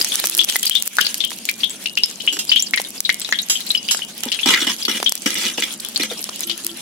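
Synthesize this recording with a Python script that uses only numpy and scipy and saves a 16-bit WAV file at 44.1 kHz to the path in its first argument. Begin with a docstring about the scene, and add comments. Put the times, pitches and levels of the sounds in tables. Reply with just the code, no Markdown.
"""Seeds fry in a pool of hot oil in an iron wok over a wood fire, outdoors and heard close up.
The oil is fizz made of countless tiny bursts, with showers of bright spitting that thin as the seeds dry.
Steam bubbles pop as short rising rings with noisy tails; seeds snap as millisecond noise bursts.
The fire murmurs as shaped noise and cracks; a steel skimmer clinks in its modes, then knocks and scrapes.
Something hoots faintly far away, and a limiter ducks on the sharpest peaks."""
import sys
import numpy as np
from scipy import signal
from scipy.fft import rfft, irfft, next_fast_len
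from scipy.io import wavfile
from scipy.ndimage import uniform_filter1d, map_coordinates

SR = 44100
rng = np.random.default_rng(int(sys.argv[2]) if len(sys.argv) > 2 else 0)


def to_wav(sig):
    """Store sig (one row per channel, or 1-D mono) as 16-bit WAV at the path in sys.argv[1].

    Samples outside -1..1 are clipped; the rate is SR.
    """
    pcm = np.clip(np.atleast_2d(sig), -1, 1) * 32767
    pcm = np.round(pcm).astype(np.int16)
    wavfile.write(sys.argv[1], SR, pcm.T)  # frames by channels


N = 300321

# Ringing modes of the iron wok. Each row: pitch in Hz, width in Hz, relative level in dB.
WOK_MODES = [(211.4, 26, 3), (335, 50, 4.5), (520, 26, -3), (894, 67, -4.5), (1294, 66, 0),
             (1650, 100, 3.5), (1984, 120, 7.5), (2167, 170, 6.5), (2390, 78, 6.5), (2874, 195, 14.5),
             (2943, 146, 15), (3240, 9.3, 12.5), (3400, 59, 9), (3740, 60, 9.5), (4050, 62, -12),
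             (4920, 69, 6), (5720, 68, 6), (6400, 11, 8.5), (7600, 110, -17)]


def amp(db):
    """Decibels to gain."""
    return 10 ** (np.asarray(db) / 20)


def unit(x):
    """Scale to rms 1."""
    return x / np.sqrt(np.mean(x ** 2) + 1e-20)


def along(points, hz):
    """Read a curve of (Hz, value) points on a log frequency axis."""
    f, value = np.transpose(points)
    return np.interp(np.log(hz + 1), np.log(f + 1), value)


def curve(rows):
    """Draw straight lines through (seconds, value) rows, one value per sample."""
    return np.interp(np.arange(N) / SR, *np.transpose(rows))


def wobble(rate):
    """A smooth random curve with rate knots a second."""
    knots = rng.standard_normal(int(N * rate / SR) + 4)
    return map_coordinates(knots, [np.arange(N) * rate / SR])


def chance_times(per_s):
    """Random moments in seconds, one in each slot of 1 / per_s seconds."""
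    slots = np.arange(int(per_s * N / SR))
    return (slots + rng.random(len(slots))) / per_s


def add(out, s, x):
    """Mix x into out at s seconds."""
    i = max(round(s * SR), 0)
    out[:, i:i + x.shape[-1]] += x[..., :max(N - i, 0)]


def filtered(x, response):
    """Shape x by a response given as a function of frequency in Hz."""
    n = x.shape[-1]
    padded = next_fast_len(n + n // 10)
    spectrum = rfft(x, padded) * response(np.fft.rfftfreq(padded, 1 / SR))
    return irfft(spectrum, padded)[..., :n]


def resonance(f, hz, width):
    """A causal resonance of peak gain 1."""
    return 1j * f * width / (hz * hz - f * f + 1j * f * width)


def low_cut(x, hz):
    """A causal high-pass, 12 dB an octave."""
    return filtered(x, lambda f: 1j * f / hz * resonance(f, hz, hz))


def band_noise(hz, width, size):
    """A band of noise around one pitch, on two channels."""
    return unit(filtered(rng.standard_normal((2, size)), lambda f: resonance(f, hz, width) ** 2))


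def spread(pair):
    """Two unrelated signals become left and right, more alike in the bass than in the treble."""
    # Stereo likeness. Each row: frequency in Hz, left-right correlation.
    likeness = [(50, 0.7), (200, 0.91), (1000, 0.57), (3000, 0.22), (8000, 0.067)]

    def mid_side_gains(f):
        turn = np.arccos(np.clip(along(likeness, f), -1, 1)) / 2
        return np.array([np.cos(turn), np.sin(turn)])

    mid, side = filtered(pair, mid_side_gains)
    return np.array([mid + side, mid - side])


def grains(rate, size_db):
    """Random impulses of either sign on two channels, rate a second, their sizes scattered."""
    size = amp(size_db * np.minimum(rng.exponential(size=(2, N)), 4))
    hits = rng.random((2, N)) < rate / SR
    return hits * size * rng.choice([-1, 1], (2, N))


def patchy(x, depth_db):
    """Each band swells and sinks on its own, over tens of milliseconds."""
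    bins = signal.stft(x, nperseg=512)[2]
    field = rng.standard_normal(bins.shape[1:])
    field = uniform_filter1d(field, size=7, axis=0)  # across frequency
    field = uniform_filter1d(field, size=6, axis=1)  # across time
    return signal.istft(bins * amp(depth_db * unit(field)), nperseg=512)[1][:, :N]


def sizzle(fizz_db=-1.5, crackle_db=-7, bubble_db=-5):
    """Countless tiny bursts merge into fizz; fewer, larger ones crackle or ring briefly, each at its own pitch."""
    # Frying strength, fierce on the damp seeds and livelier again when stirred.
    # Each row: time in seconds, level in dB.
    frying = [(0, -26.5), (0.3, -23), (0.76, -31), (1.35, -37), (2.5, -34.5), (4.2, -34), (4.55, -31),
              (5.15, -34), (5.4, -32), (6.81, -34)]
    # Tone of the fizz. Each row: frequency in Hz, gain in dB.
    fizz_tone = [(300, -2), (900, -4.5), (2000, 1), (3100, 8), (4500, 4.5), (7000, 3.5), (8500, 1.5),
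                 (10800, 3), (13000, -7), (16000, -12)]
    fizz = patchy(spread(grains(rate=14000, size_db=2)), depth_db=3.3)
    fizz = unit(filtered(fizz, lambda f: amp(along(fizz_tone, f))))
    fizz = fizz * amp(3.92 * wobble(31))
    t = np.arange(SR // 30) / SR
    crackle, bubbles = np.zeros((2, 2, N))
    # lowest pitch in Hz, highest over lowest, bandwidth over pitch, t60 in seconds
    for layer, lowest_hz, span, breadth, t60 in [(crackle, 4500, 2.6, .4, .008), (bubbles, 3000, 4, .13, .06)]:
        for when, pitch, size, pan in rng.random((260, 4)):
            hz = lowest_hz * span ** pitch
            burst = band_noise(hz, breadth * hz, size=len(t))
            burst = burst * amp(20 * size ** 2 - 60 * t / t60)
            add(layer, when * N / SR, burst * np.sqrt([[pan], [1 - pan]]))
    mix = amp(fizz_db) * fizz + amp(crackle_db) * unit(crackle) + amp(bubble_db) * unit(bubbles)
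    return amp(curve(frying)) * mix


def spitting(centre_hz=10500, width_hz=8000, t60=0.011):
    """A dense shower of bright little snaps swells as the damp seeds heat and thins as they dry."""
    peak_s, peak_db = 0.36, -22.5  # hardest once the seeds have heated through
    heating_db_per_s, drying_db_per_s, dry_db = 27, 17.5, -45.5  # dry_db is what dry seeds keep up
    out, t = np.zeros((2, N)), np.arange(SR // 100) / SR
    for when, size, colour in rng.random((1500, 3)):
        hz = centre_hz * (0.33 + 0.79 * colour)
        burst = band_noise(hz, width_hz, size=len(t)) * amp(-60 * t / t60)
        add(out, when * N / SR, burst * amp(20 * size ** 2))
    since = np.arange(N) / SR - peak_s
    damp_db = peak_db + np.minimum(heating_db_per_s * since, -drying_db_per_s * since)
    return amp(np.maximum(damp_db, dry_db)) * unit(out)


def fire(roar_db=-44.5, crack_db=0, crack_hz=1500):
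    """Flames murmur under the wok as low shaped noise, and the wood cracks in dull bursts now and then."""
    # Tone of the flames. Each row: frequency in Hz, gain in dB.
    flame_tone = [(15, -51), (25, -34), (53, -13), (112, -14.5), (173, -2), (205, 6.5), (255, 2),
                  (287, -2.5), (340, -1.5), (396, -7.5), (690, -9), (1050, -15.5), (1220, -22),
                  (1400, -22.5), (1820, -54), (3080, -120)]
    # Dull cracks of the firewood. Each row: start in seconds, peak level in dB.
    wood_cracks = [(0.2405, 1), (.558, -6), (1.3169, -14.5), (2.369, -8.5), (2.799, -7), (3.29, -11.5),
                   (3.947, -3.5), (3.992, -15), (5.001, -9), (5.028, -2.5), (5.121, -8), (6.291, -11.5)]
    roar = spread(rng.standard_normal((2, N)))
    roar = unit(filtered(roar, lambda f: amp(along(flame_tone, f))))
    out, t = roar * amp(roar_db + 0.6 * wobble(9.9)), np.arange(SR // 20) / SR

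    def crack_tone(f):
        return resonance(f, crack_hz, 6500) * resonance(f, 800, 5300) * f / (f - 200j)

    for s, db in wood_cracks:
        decay = amp(-60 * t / 0.01) + amp(-4 - 60 * t / 0.025)
        burst = spread(filtered(rng.standard_normal((2, len(t))) * decay, crack_tone))
        add(out, s, amp(db + crack_db) * burst / np.abs(burst).max())
    return out


def pops(width_hz=430, ring_db=9, ring_t60=0.032, tail_db=2.0, tick_db=1, wet_db=1, rise=0.12,
         lag=0.00013, shared=0.078, spray_hz=3700, spray_width=2600):
    """A bubble rings, rising as it opens; the bowl draws out a beating tail, and oil sprays in spurts."""
    # The larger steam bubbles. Each row: start in seconds, pitch in Hz, relative level in dB,
    # spray and tick level in dB against the ring.
    big_bubbles = [(0.013, 4970, -13, 0.5), (0.119, 3450, -20.5, -2), (0.391, 3340, -6, -7.5),
                   (0.488, 3190, -15, 2), (0.557, 2010, -20.5, 0.5), (0.63, 3220, -24, 5),
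                   (0.665, 4780, -14, -3), (0.71, 3180, -9.5, -9), (0.753, 3580, -7, -7),
                   (0.985, 1590, -6, -5), (1.009, 3070, -14.5, 3), (1.048, 4680, -23, 6),
                   (1.066, 4630, -21, 8), (1.205, 3500, -18.5, 2.5), (1.239, 3140, -17.5, -6.5),
                   (1.489, 2315, -16, 4), (1.634, 3390, -12.5, -9), (1.704, 7720, -27, -6),
                   (1.858, 2820, -19.5, -0.5), (1.974, 2844, -12.5, -4), (2.035, 5110, -4, -6.5),
                   (2.276, 2985, -10.5, -21), (2.493, 4830, -15.5, 2), (2.517, 3000, -8.5, -7.5),
                   (2.561, 3190, -10, -13), (2.595, 5730, -16.5, -14), (2.624, 7200, -16, -12),
                   (2.736, 2176, -12.5, -5.5), (2.775, 2050, -17, 0.5), (3.05, 3890, -12, -4),
                   (3.093, 2066, -9, 0), (3.216, 7880, -26.5, 2), (3.247, 3860, -24, 3),
                   (3.325, 1916, -10, 0), (3.344, 3370, -22.5, -16), (3.388, 3840, -16.5, -8),
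                   (3.554, 3130, -20, -16), (3.704, 4010, -14.5, -6), (3.749, 2990, -15.5, -9.5),
                   (3.775, 5050, -22, -9), (3.887, 3010, -17, -10), (4.019, 2990, -24.5, -18),
                   (4.318, 2980, -18.5, 6.5), (4.39, 2670, -19.5, -3), (4.431, 3350, -17.5, -12),
                   (4.546, 2030, -14, 3.5), (4.826, 4980, -21.5, -3.5), (4.851, 4540, -23, 5.5),
                   (5.062, 3347, -10.5, -11.5), (5.96, 4400, -15, -3), (6.02, 4200, -23, 2),
                   (6.433, 6300, -27.5, 6), (6.497, 3080, -21, 7.5)]
    bowl_hz, bowl_width_hz = 3270, 920  # bubbles near this pitch couple to the bowl
    tail_t60, coupled_t60 = 0.05, 0.069  # seconds: any bubble's tail, and what full coupling adds
    left_db, coupled_left_db = 4, 5.5  # left over right, and what full coupling adds
    small_per_s, small_db, small_lowest_hz, small_octaves = 3, -30, 3020, 1.3  # small bubbles in between
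    out, t = np.zeros((2, N)), np.arange(SR // 5) / SR
    small_bubbles = []
    for s in chance_times(small_per_s):
        hz = small_lowest_hz * 2 ** (small_octaves * rng.random() ** 2)
        small_bubbles.append((s, hz, small_db + rng.normal(0, 1.1), 0))
    for s, hz, db, spray_db in big_bubbles + small_bubbles:
        coupling = abs(resonance(hz, bowl_hz, bowl_width_hz)) ** 2
        fade = amp(-60 * t / (tail_t60 + coupled_t60 * coupling))
        pan_db = left_db + coupled_left_db * coupling
        noise = rng.standard_normal((3, 2, len(t)))
        # the ring starts up to lag seconds later on the left, differently for each bubble
        late = np.maximum(t - np.array([[lag * rng.random()], [0]]), 0)
        pitch = hz * (1 - rise * np.exp(-t / 0.0022))
        ring = amp(ring_db - 60 * late / ring_t60) * np.sin(2 * np.pi * pitch * late)
        ring = ring * (1 - np.exp(-late / .0002))
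        tail = band_noise(hz, width_hz, size=len(t)) * fade * (1 - np.exp(-t / .003))
        tail = tail + shared * tail[::-1]  # part of the tail reaches both channels
        tail *= np.linalg.norm(fade) / np.linalg.norm(tail, axis=1, keepdims=True)
        spurts = amp(4.6 * unit(uniform_filter1d(noise[0, 0], size=150)))
        spray = filtered(noise[1], lambda f: resonance(f, spray_hz, spray_width) ** 2 + 0.062)
        spray = unit(spray) * unit(spurts) * fade
        tick = amp(tick_db - 60 * t / 0.0029) * noise[2]
        sides = unit(amp([[pan_db / 2], [-pan_db / 2]]))
        pop = ring + amp(tail_db) * tail + amp(spray_db) * (amp(wet_db) * spray + tick)
        add(out, s, amp(db) * sides * pop)
    return out


def snaps(t60=0.0051, echo_db=-19, echo_t60=0.017, breadth=1.0):
    """Each seed coat splits in a sharp noise burst that the bowl throws back; small ones go off at random."""
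    # The loudest seed coats snapping. Each row: start in seconds, level in dB over the first millisecond.
    loud_snaps = [(0.018, -4), (0.0257, -9), (0.046, -2), (0.156, 1.5), (0.1997, -0.5), (0.2565, -1.5),
                  (0.271, -3), (0.2983, 0), (0.35, -6), (0.378, -8), (0.4472, -1.5), (0.4987, -1),
                  (0.5651, -1), (0.631, -9), (0.656, -4), (0.6968, 5), (0.7532, -8), (0.824, -2),
                  (0.8762, 7), (0.9687, -9.5), (1.0128, -2.5), (1.1435, -9.5), (1.2496, -12.5),
                  (1.454, -12.5), (1.496, -11.5), (2.0596, -13), (2.6031, -18), (2.6238, -13),
                  (2.7613, -16), (2.817, -14.5), (3.0049, 3.5), (3.1438, -14.5), (3.717, -14.5),
                  (4.2348, -11), (5.0946, -1), (5.1225, 0.5), (5.1538, -6.5), (5.3054, -12.5), (5.343, -15),
                  (5.8038, -18), (5.8494, -16.5), (5.887, -16.5), (5.9762, -13), (6.2416, -13),
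                  (6.4072, -11.5), (6.6473, -14), (6.6664, -2.5)]
    centre_hz, scatter_octaves = 8500, 0.4  # how seeds differ
    small_per_s, small_db = 8.3, -21.5  # faint snaps in between
    out, t = np.zeros((2, N)), np.arange(SR // 20) / SR
    small_snaps = [(s, small_db + rng.normal(0, 2.4)) for s in chance_times(small_per_s)]
    decay = amp(-60 * t / t60) + amp(echo_db - 60 * t / echo_t60)
    for s, db in loud_snaps + small_snaps:
        hz = centre_hz * 2 ** rng.normal(0, scatter_octaves)
        burst = rng.standard_normal((2, len(t))) * decay
        burst = filtered(burst, lambda f: resonance(f, hz, breadth * hz))
        onset_rms = np.sqrt(np.mean(burst[:, t < .001] ** 2))
        add(out, s, amp(db) * burst / onset_rms)
    return out


def iron_ring(x, t60=0.4, wash=1.1, wash_t60=0.33):
    """The wok rings on in its upper modes after each burst, the lower ones longer; t60 holds at 2 kHz."""
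    t = np.arange(SR // 2) / SR
    modes = np.zeros((2, len(t)))
    for hz, width, db in WOK_MODES:
        if hz > 1500:
            fade = amp(db - 60 * t / (t60 * 2000 / hz))
            modes += fade * np.sin(2 * np.pi * (hz * t + rng.random((2, 1))))
    noise = rng.standard_normal(modes.shape) * amp(-60 * t / wash_t60)
    tail = unit(modes) + wash * unit(noise)
    return signal.fftconvolve(x, tail / np.linalg.norm(tail[0]), axes=1)[:, :N]


def hoots(pitch_hz=339, overtone_db=-15):
    """Faint, level hoots from far off: a steady tone and a weaker overtone two octaves up."""
    # Each row: start in seconds, length in seconds, level in dB.
    far_hoots = [(0.207, 0.24, -39.5), (6.444, 0.12, -37.5), (6.633, 0.12, -37)]
    out, t = np.zeros((2, N)), np.arange(SR // 2) / SR
    phase = 2 * np.pi * pitch_hz * t
    tone = np.sin(phase) + amp(overtone_db) * np.sin(4 * phase)
    for s, length, db in far_hoots:
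        gate = np.clip(np.minimum(t, length - t) / 0.013, 0, 1)
        add(out, s, amp(db) * gate * tone)
    return out


def clinks(clatter_db=-6, clatter_t60=0.11, overtone_db=-9, ring_db=1):
    """The steel skimmer rattles and rings in its modes, unsteady in the hand; its holes add many weak modes."""
    # Clinks as it is picked up. Each row: start in seconds, relative level in dB, ring t60 in seconds.
    pick_ups = [(2.3252, -21, 0.19), (2.389, -16.5, 0.14), (3.497, -11, 0.23), (3.909, -10.5, 0.17)]
    # Modes of the skimmer. Each row: pitch in Hz, relative level in dB.
    steel_modes = [(1500, -14), (2789, 2.5), (3214, 2), (4215, -4), (4963, 3), (5593, 4), (5857, -7),
                   (6400, -9), (6525, -14), (6853, 5.5), (7214, 2), (7450, -10), (7698, 4), (8699, -8.5),
                   (9453, -10), (10140, 3), (11040, -0.5), (12230, -24), (13620, -30), (14230, -11)]
    out, t = np.zeros((2, N)), np.arange(SR // 3) / SR
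    weak_modes = np.column_stack([2900 * 5 ** rng.random(36), np.full(36, overtone_db)])
    hz, mode_db = np.vstack([steel_modes, weak_modes]).T[:, :, None]
    for s, db, t60 in pick_ups:
        waver = .05 * np.cumsum(rng.standard_normal((len(hz), len(t))), axis=1)  # phase drift in radians
        modes = amp(mode_db) * np.sin(2 * np.pi * hz * t + waver)
        # each mode reaches each channel with its own gain and sign
        reach = amp(2 * rng.standard_normal((2, len(hz)))) * rng.choice([-1, 1], (2, len(hz)))
        ring = amp(ring_db - 60 * t / t60) * unit(reach @ modes)
        clatter = unit(filtered(rng.standard_normal((2, len(t))), lambda f: resonance(f, 3100, 5000)))
        clatter = amp(clatter_db - 60 * t / clatter_t60) * clatter
        add(out, s, amp(db) * (1 - np.exp(-t / 0.00083)) * (ring + clatter))
    return out


def wok(f):
    """The iron bowl's response: its modes summed with alternating signs."""
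    return sum((-1) ** k * amp(db) * resonance(f, hz, width) for k, (hz, width, db) in enumerate(WOK_MODES))


def stirring(iron_db=0, grit_db=-2, knock_db=0, knock_t60=0.078):
    """The skimmer's edge catches and slips over the iron with a gliding ring; bumps wake the wok's low modes."""
    # Strokes over the iron. Each row: start in seconds, length in seconds, relative level in dB,
    # ringing pitch in Hz at the start.
    strokes = [(4.231, 0.053, -30, 814), (4.458, 0.082, -15.5, 880), (4.504, 0.02, -19, 1500),
               (4.552, 0.093, -21.5, 1302), (4.668, 0.051, -19.5, 930), (4.881, 0.014, -17.5, 1233),
               (4.896, 0.084, -24.5, 3000), (5.259, 0.0094, -19, 2050), (5.265, 0.072, -26, 2920),
               (5.354, 0.086, -23.5, 2070), (5.442, 0.061, -21.5, 2330), (5.577, 0.0156, -22, 2610),
               (5.623, 0.051, -24, 2080), (5.997, 0.058, -22.5, 1910), (6.112, 0.028, -32.5, 1303)]
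    # Bumps against the wok. Each row: start in seconds, level in dB over the first 20 ms, pitch in Hz.
    knocks = [(2.329, -35.5, 290), (2.368, -36.5, 295), (4.261, -28, 225), (4.459, -21.5, 240),
              (4.621, -29, 273), (4.673, -31.5, 243), (4.884, -27, 247), (5.26, -28, 263),
              (5.369, -39, 276), (5.58, -31.5, 234), (5.583, -30, 480), (6, -25, 253), (6.113, -29.5, 460)]
    # Tone of the gritty slipping. Each row: frequency in Hz, gain in dB.
    grit_tone = [(100, -22), (220, -3.5), (600, -12), (1500, -8.5), (3000, 10.5), (5000, 3), (8000, 1),
                 (15000, -9)]
    fade_db, glide = 2.5, 1.15  # over a stroke the push eases and the ring rises by this ratio
    force, blade, bumps = np.zeros((3, 2, N))
    t = np.arange(SR // 3) / SR
    for s, length, db, ring_hz in strokes:
        bite_db = 5 * np.exp(-t / 0.0059)  # the edge bites hardest as it lands
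        ease_db = fade_db * np.minimum(t / length, 1)
        release_db = 60 * np.maximum(t - length, 0) / 0.067
        push = amp(db + bite_db - ease_db - release_db)
        # the ring glides as the contact moves
        phase = 2 * np.pi * np.cumsum(np.interp(t, [0, length], [ring_hz, glide * ring_hz])) / SR
        # slow noise on both phases blurs the ring into a narrow band
        a, b = unit(uniform_filter1d(rng.standard_normal((2, len(t))), size=200))
        add(force, s, push)
        add(blade, s, amp(-12) * push * (a * np.cos(phase) + b * np.sin(phase)))
    slips = patchy(spread(grains(rate=2500, size_db=4)), depth_db=3.5)
    slips = unit(slips * amp(3.2 * wobble(200)))
    iron = filtered(slips * force, wok) / np.std(filtered(slips, wok))
    grit = force * unit(filtered(slips, lambda f: amp(along(grit_tone, f))))
    for s, db, hz in knocks:
        blow = rng.standard_normal(len(t)) * amp(-60 * t / knock_t60)
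        blow[0] += 14  # the first contact, before the blade chatters
        thud = filtered(blow, lambda f: resonance(f, hz, 0.16 * hz) * resonance(f, 1.53 * hz, 1.15 * hz))
        onset_rms = np.sqrt(np.mean(thud[t < .02] ** 2))
        add(bumps, s, amp(db + knock_db) * thud / onset_rms)
    return amp(iron_db) * iron + amp(grit_db) * grit + blade + bumps


def scene(low_hz=260, stir_low_hz=40):
    """Oil, skimmer and fire around one wok; bursts so small radiate little bass, so the oil is low-cut."""
    bursts = pops() + snaps()
    oil = bursts + amp(-19.5) * iron_ring(bursts) + sizzle() + spitting()
    return low_cut(oil, low_hz) + clinks() + low_cut(stirring(), stir_low_hz) + fire() + hoots()


def record(dry, release_db=120, top_hz=16000):
    """A limiter ducks peaks over +2 dB and recovers at release_db a second; the rest clips, treble is cut."""
    over_db = np.maximum(20 * np.log10(np.abs(dry).max(0) + 1e-6) - 2, 0)
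    ramp = release_db * np.arange(N) / SR
    duck_db = np.maximum.accumulate(over_db + ramp) - ramp  # jumps up at once, falls along the ramp
    duck_db = uniform_filter1d(duck_db, size=15)
    clipped = np.clip(dry * amp(-duck_db), -1, 1)
    return filtered(clipped, lambda f: 1 / (1 + (f / top_hz) ** 120))


dry = scene()
out = record(dry)
to_wav(out)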